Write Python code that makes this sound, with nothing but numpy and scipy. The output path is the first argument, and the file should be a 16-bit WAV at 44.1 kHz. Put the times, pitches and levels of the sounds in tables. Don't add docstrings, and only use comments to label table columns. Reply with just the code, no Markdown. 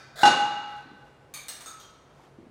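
import sys
import numpy as np
from scipy import signal
from scipy.fft import rfft, irfft, next_fast_len
from scipy.io import wavfile
from scipy.ndimage import uniform_filter1d

SR = 44100
rng = np.random.default_rng(int(sys.argv[2]) if len(sys.argv) > 2 else 0)


def natural_amplitude(level_db):
    exponent = np.asarray(level_db, float) / 20
    return 10 ** exponent


def store_pcm(level_fs):
    pcm = np.round(np.clip(level_fs, -1, 1) * 32767).astype(np.int16)
    wavfile.write(sys.argv[1], SR, np.atleast_2d(pcm).T)


N = 110250
LEAD = 22050


def unit(x):
    return x / np.sqrt(np.mean(x ** 2) + 1e-20)


def along(points, hz):
    f, value = np.transpose(points)
    return np.interp(np.log(hz + 1), np.log(f + 1), value)


def noise(n, response):
    m = next_fast_len(n + 8192)
    spectrum = rfft(rng.standard_normal(m)) * response(np.fft.rfftfreq(m, 1 / SR))
    return unit(irfft(spectrum, m)[:n])


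def peak(f, hz, width):
    return 1j * f * width / (hz * hz - f * f + 1j * f * width)


def soft_start(t, rise_s):
    return 1 - np.exp(-t / rise_s)


def add(out, s, x):
    part = out[round(s * SR) + LEAD:][:len(x)]
    part += x[:len(part)]


# frequency in Hz, t60 in seconds.
ROOM_DECAY = [(100, 1.8), (400, .9), (1500, 1.6), (4000, 1.27), (8000, 0.73), (15000, 0.45)]


def heard(x, wet_db):
    early_share, late_db, gap_s = 0.32, -4, 0.004
    hz, t, z = signal.stft(rng.standard_normal(SR * 3 // 2), SR, nperseg=256)
    fall_db = -60 * t / along(ROOM_DECAY, hz)[:, None]
    decay = natural_amplitude(fall_db / early_share) + natural_amplitude(fall_db + late_db)
    tail = signal.istft(z * decay, SR, nperseg=256)[1]
    tail = tail * np.clip(np.arange(len(tail)) / SR / gap_s, 0, 1)
    out = signal.fftconvolve(x, natural_amplitude(wet_db) * tail / np.linalg.norm(tail))
    out[:len(x)] += x
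    return out


def blow(modes, ring_db, tilt_db, wet_db, crack_db, colour, bright_db=0, grip=(1, 1)):
    attack_s, crack_t60, wet_crack_db = 0.0004, 0.008, 8.5
    t = np.arange(SR) / SR
    ring = np.zeros(SR)
    for hz, db, t60 in modes:
        level_db = db + tilt_db * np.log2(hz / 1000) - 60 * t / t60
        ring += natural_amplitude(level_db) * np.sin(2 * np.pi * hz * t)
    grip_s, grip_t60 = grip
    damping = natural_amplitude(-60 * np.clip(t - grip_s, 0, 1) / grip_t60)
    out = natural_amplitude(ring_db) * heard(ring * soft_start(t, attack_s) * damping, wet_db)

    t = t[:SR // 20]
    snap = noise(len(t), lambda f: natural_amplitude(along(colour, f) + bright_db * np.log2(f / 4000 + 0.0087)))
    snap = snap * natural_amplitude(crack_db - 60 * t / crack_t60) * soft_start(t, attack_s)
    crack = heard(snap, wet_crack_db)
    out[:len(crack)] += crack
    return out


# frequency in Hz, level in dB.
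CRACK_BIG = [(35, -67.5), (90, -35.5), (340, -13), (600, -13), (1200, -18), (4000, -22), (8150, -22.5),
             (16500, -68)]
# frequency in Hz, level in dB, t60 in seconds.
PLATE_MODES = [(351.6, -11.5, 0.1), (780.7, -13, 0.57), (827.7, -0.5, 0.82), (892, -7.5, 0.18),
               (1072, -14, 0.087), (1287, -13.5, 0.43), (1508.5, -5, .2), (1527.5, -14, 0.41),
               (1965, -17, .3), (2460, -31, 0.1), (2837, -9, 0.37), (3483, -17.5, 0.11), (4027, -13, 0.11),
               (5398, -20.5, 0.079)]
# start in seconds, ring level in dB, ring brightness in dB per octave,
# crack level in dB, crack brightness in dB per octave.
CLANGS = [
    (.2325, -10.5, -0.5, -16, -0.5),
    (.2545, -14.5, 2.5, -12, 0),
    (.277, -13.5, -2.5, -26, -1),
    (.312, -20, 8.5, -32, 4.5),
]


def big_plate(out):
    grip_s, grip_t60 = 0.28, 0.04
    for s, ring_db, tilt_db, crack_db, bright_db in CLANGS:
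        grip = (grip_s - s, grip_t60)
        add(out, s, blow(PLATE_MODES, ring_db, tilt_db, -6, crack_db, CRACK_BIG, bright_db, grip))


# frequency in Hz, level in dB, t60 in seconds.
STRUCK_MODES = [(820, -6, 1.2), (829, 1.5, 4), (830.3, -2.5, 2.9), (1191, -9, 1.3), (1316, -13, 4.8),
                (1520, -12.5, 1.2), (1565, -14, 1.5), (1966, -24, 1.3), (2830, -19, 1.1),
                (2870, -14.5, 1.3), (2870, 0, 1.1)]
# start in seconds, ring level in dB, crack level in dB.
STRUCK_BLOW = [
    (.2325, -27.5, -63),
]


def struck_plate(out):
    grip_s, grip_t60 = 0.75, 0.21
    for s, ring_db, crack_db in STRUCK_BLOW:
        grip = (grip_s - s, grip_t60)
        add(out, s, blow(STRUCK_MODES, ring_db, 0, -19.5, crack_db, CRACK_BIG, 0, grip))


# frequency in Hz, level in dB.
CRACK_SMALL = [(400, -52), (900, 3), (2300, -13.5), (5000, -6.5), (8300, -10.5), (12000, -10), (15500, -10),
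               (16500, -30)]
# frequency in Hz, level in dB, t60 in seconds.
EARLIER_MODES = [(780, -5.5, .04), (1323, -4, 0.036), (1520, -9, 0.2), (2027, -14, .1), (2424, -7.5, 0.06),
                 (3270, -4.5, .012), (3700, -4.5, .012), (4430, -9.5, 0.016), (6560, -0.5, 0.011),
                 (7880, -8.5, .012)]
SMALL_A = [(1200, -8.5, 0.034), (2324, 2, 0.024), (3730, -4, .05), (4410, -3.5, 0.076), (6430, 3, 0.023),
           (6940, 0, .025), (8200, -3.5, .05), (9110, -4, 0.039)]
SMALL_B = [(2225, -22, 0.049), (2887, -6, 0.03), (3658, -4, 0.057), (4230, -8, 0.053), (5840, -4, .05),
           (6450, -5, 0.078), (7760, -8, 0.045), (8350, 6, 0.059), (10000, -1.5, 0.031),
           (10070, -16, 0.035)]
SMALL_C = [(1290, -5.5, 0.26), (1320, -24, 0.11), (3606, -1.5, 0.044), (4460, -10, .03), (6370, 4.5, 0.023),
           (6660, 6.5, 0.042), (8300, 4.5, .05), (9730, -17, .03), (13600, -26, .03)]
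SMALL_D = [(3220, -7.5, .05), (3700, -12, 0.022), (5880, 0, 0.011), (6760, -7, 0.013), (8355, -19, .03)]
# start in seconds, ring level in dB, crack level in dB,
# crack brightness in dB per octave.
EARLIER_BLOW = [
    (-0.27, -30, -17, -2),
]
CLINKS_A = [
    (1.339, -40.5, -30.5, 1.5),
    (1.357, -46.5, -39, -2.5),
]
CLINKS_B = [
    (1.4833, -39, -29, 1),
    (1.607, -52, -35, -2),
]
CLINKS_C = [
    (1.660, -47.5, -31.5, -4),
    (1.678, -51, -41.5, 1.5),
]
CLINKS_D = [
    (1.800, -43.5, -43, -2),
]


def small_plates(out):
    held_hz, held_t60 = 3000, 0.035
    pairs = ((EARLIER_MODES, EARLIER_BLOW), (SMALL_A, CLINKS_A), (SMALL_B, CLINKS_B),
             (SMALL_C, CLINKS_C), (SMALL_D, CLINKS_D))
    for modes, contacts in pairs:
        held = [(hz, db, min(t60, held_t60) if hz > held_hz else t60) for hz, db, t60 in modes]
        for s, ring_db, crack_db, bright_db in contacts:
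            add(out, s, blow(held, ring_db, 0, 7.5, crack_db, CRACK_SMALL, bright_db))


def plates():
    out = np.zeros(N + LEAD)
    big_plate(out)
    struck_plate(out)
    small_plates(out)
    bass_cut = signal.butter(2, 170, 'high', fs=SR, output='sos')
    return signal.sosfilt(bass_cut, out)[LEAD:]


# time in seconds, level in dB.
SLIDE_LEVEL = [
    (.152, -83),
    (0.159, -48),
    (.18, -41.5),
    (.193, -37),
    (.205, -38.5),
    (.215, -32.5),
    (.232, -33.5),
    (.24, -91.5),
]
# frequency in Hz, width in Hz, level in dB.
GRIT_MODES = [(696, 89, 1.5), (1532, 170, 1), (1983, 9.2, 4), (3770, 300, -3.5), (4280, 400, -14),
              (6760, 400, -14), (7860, 300, -26.5), (9200, 210, -25.5)]
# frequency in Hz, level in dB.
GRIT_HISS = [(180, -55), (300, -10), (1510, 0), (2400, -29.5), (3460, -4), (7950, -19.5), (16000, -48)]


def slide():
    broad_db, grain_db = -10, 2

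    def colour(f):
        ringing = sum(natural_amplitude(db) * peak(f, hz, width) for hz, width, db in GRIT_MODES)
        return ringing + natural_amplitude(broad_db + along(GRIT_HISS, f))

    grit = noise(N, colour)
    grain = unit(uniform_filter1d(rng.standard_normal(N), size=90))
    grit = unit(grit * natural_amplitude(grain_db * grain))
    s, db = np.transpose(SLIDE_LEVEL)
    level_db = np.interp(np.arange(N) / SR, s, db, left=-120, right=-120)
    return heard(grit * natural_amplitude(level_db), -6)[:N]


# start in seconds, level in dB, frequency in Hz, t60 in seconds.
STEPS = [
    (.855, -38.5, 268, 0.053),
    (.915, -44.5, 300, .12),
    (2.19, -53, 810, .12),
    (2.233, -49, 410, .05),
    (2.277, -44.5, 790, 0.019),
    (2.386, -41, 275, 0.093),
    (2.427, -40, 288, 0.038),
    (2.463, -43, 247, 0.059),
]


def steps():
    out = np.zeros(N + LEAD)
    t = np.arange(SR // 5) / SR
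    for s, db, hz, t60 in STEPS:
        thud = noise(len(t), lambda f: peak(f, hz, 0.42 * hz) ** 2)
        thud = thud * natural_amplitude(db - 60 * t / t60) * soft_start(t, 0.002)
        add(out, s, heard(thud, -4))
    return out[LEAD:]


# centre in seconds, length in seconds, level in dB.
RUSTLES = [
    (0.745, 0.19, -59),
    (1.063, .25, -68),
    (2.222, 0.19, -62),
]
# frequency in Hz, level in dB.
CLOTH_COLOUR = [(300, -45), (800, -1.5), (2000, -12.5), (6000, -20.5), (14000, -34.5), (16500, -57)]


def cloth():
    t = np.arange(N) / SR
    swell = sum(natural_amplitude(db) * np.exp(-(2 * (t - s) / length) ** 2) for s, length, db in RUSTLES)
    grain = natural_amplitude(1.75 * unit(uniform_filter1d(rng.standard_normal(N), size=200)))
    return swell * unit(grain * noise(N, lambda f: natural_amplitude(along(CLOTH_COLOUR, f))))


# frequency in Hz, level in dB.
AIR_COLOUR = [(20, -32), (48, -7), (150, -9.5), (500, -8), (1300, -17), (4000, -32), (9000, -40),
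              (16500, -55.5)]


def room_air():
    air_db, patchy_db = -57.5, 0.8
    hum_hz, hum_width_hz, hum_db = 138.2, 18, -63.5
    z = signal.stft(noise(N + 512, lambda f: natural_amplitude(along(AIR_COLOUR, f))), nperseg=512)[2]
    patches = uniform_filter1d(rng.standard_normal(z.shape), 6, 0)
    patches = uniform_filter1d(patches, 14, 1)
    air = unit(signal.istft(z * natural_amplitude(patchy_db * unit(patches)), nperseg=512)[1][:N])
    hum = noise(N, lambda f: peak(f, hum_hz, hum_width_hz) ** 2)
    return natural_amplitude(air_db) * air + natural_amplitude(hum_db) * hum


def scene():
    return (plates() + slide() + steps() + cloth() + room_air())[None]


def top_cut(x):
    return signal.sosfilt(signal.butter(12, 17010, fs=SR, output="sos"), x)


def record(dry):
    ceiling, knee, top_hz = 0.497, 10, 16600
    x = dry / (1 + np.abs(dry / ceiling) ** knee) ** (1 / knee)
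    mix = irfft(rfft(x) * (np.fft.rfftfreq(N, 1 / SR) < top_hz), N)
    return top_cut(mix)


dry = scene()
out = record(dry)
store_pcm(out)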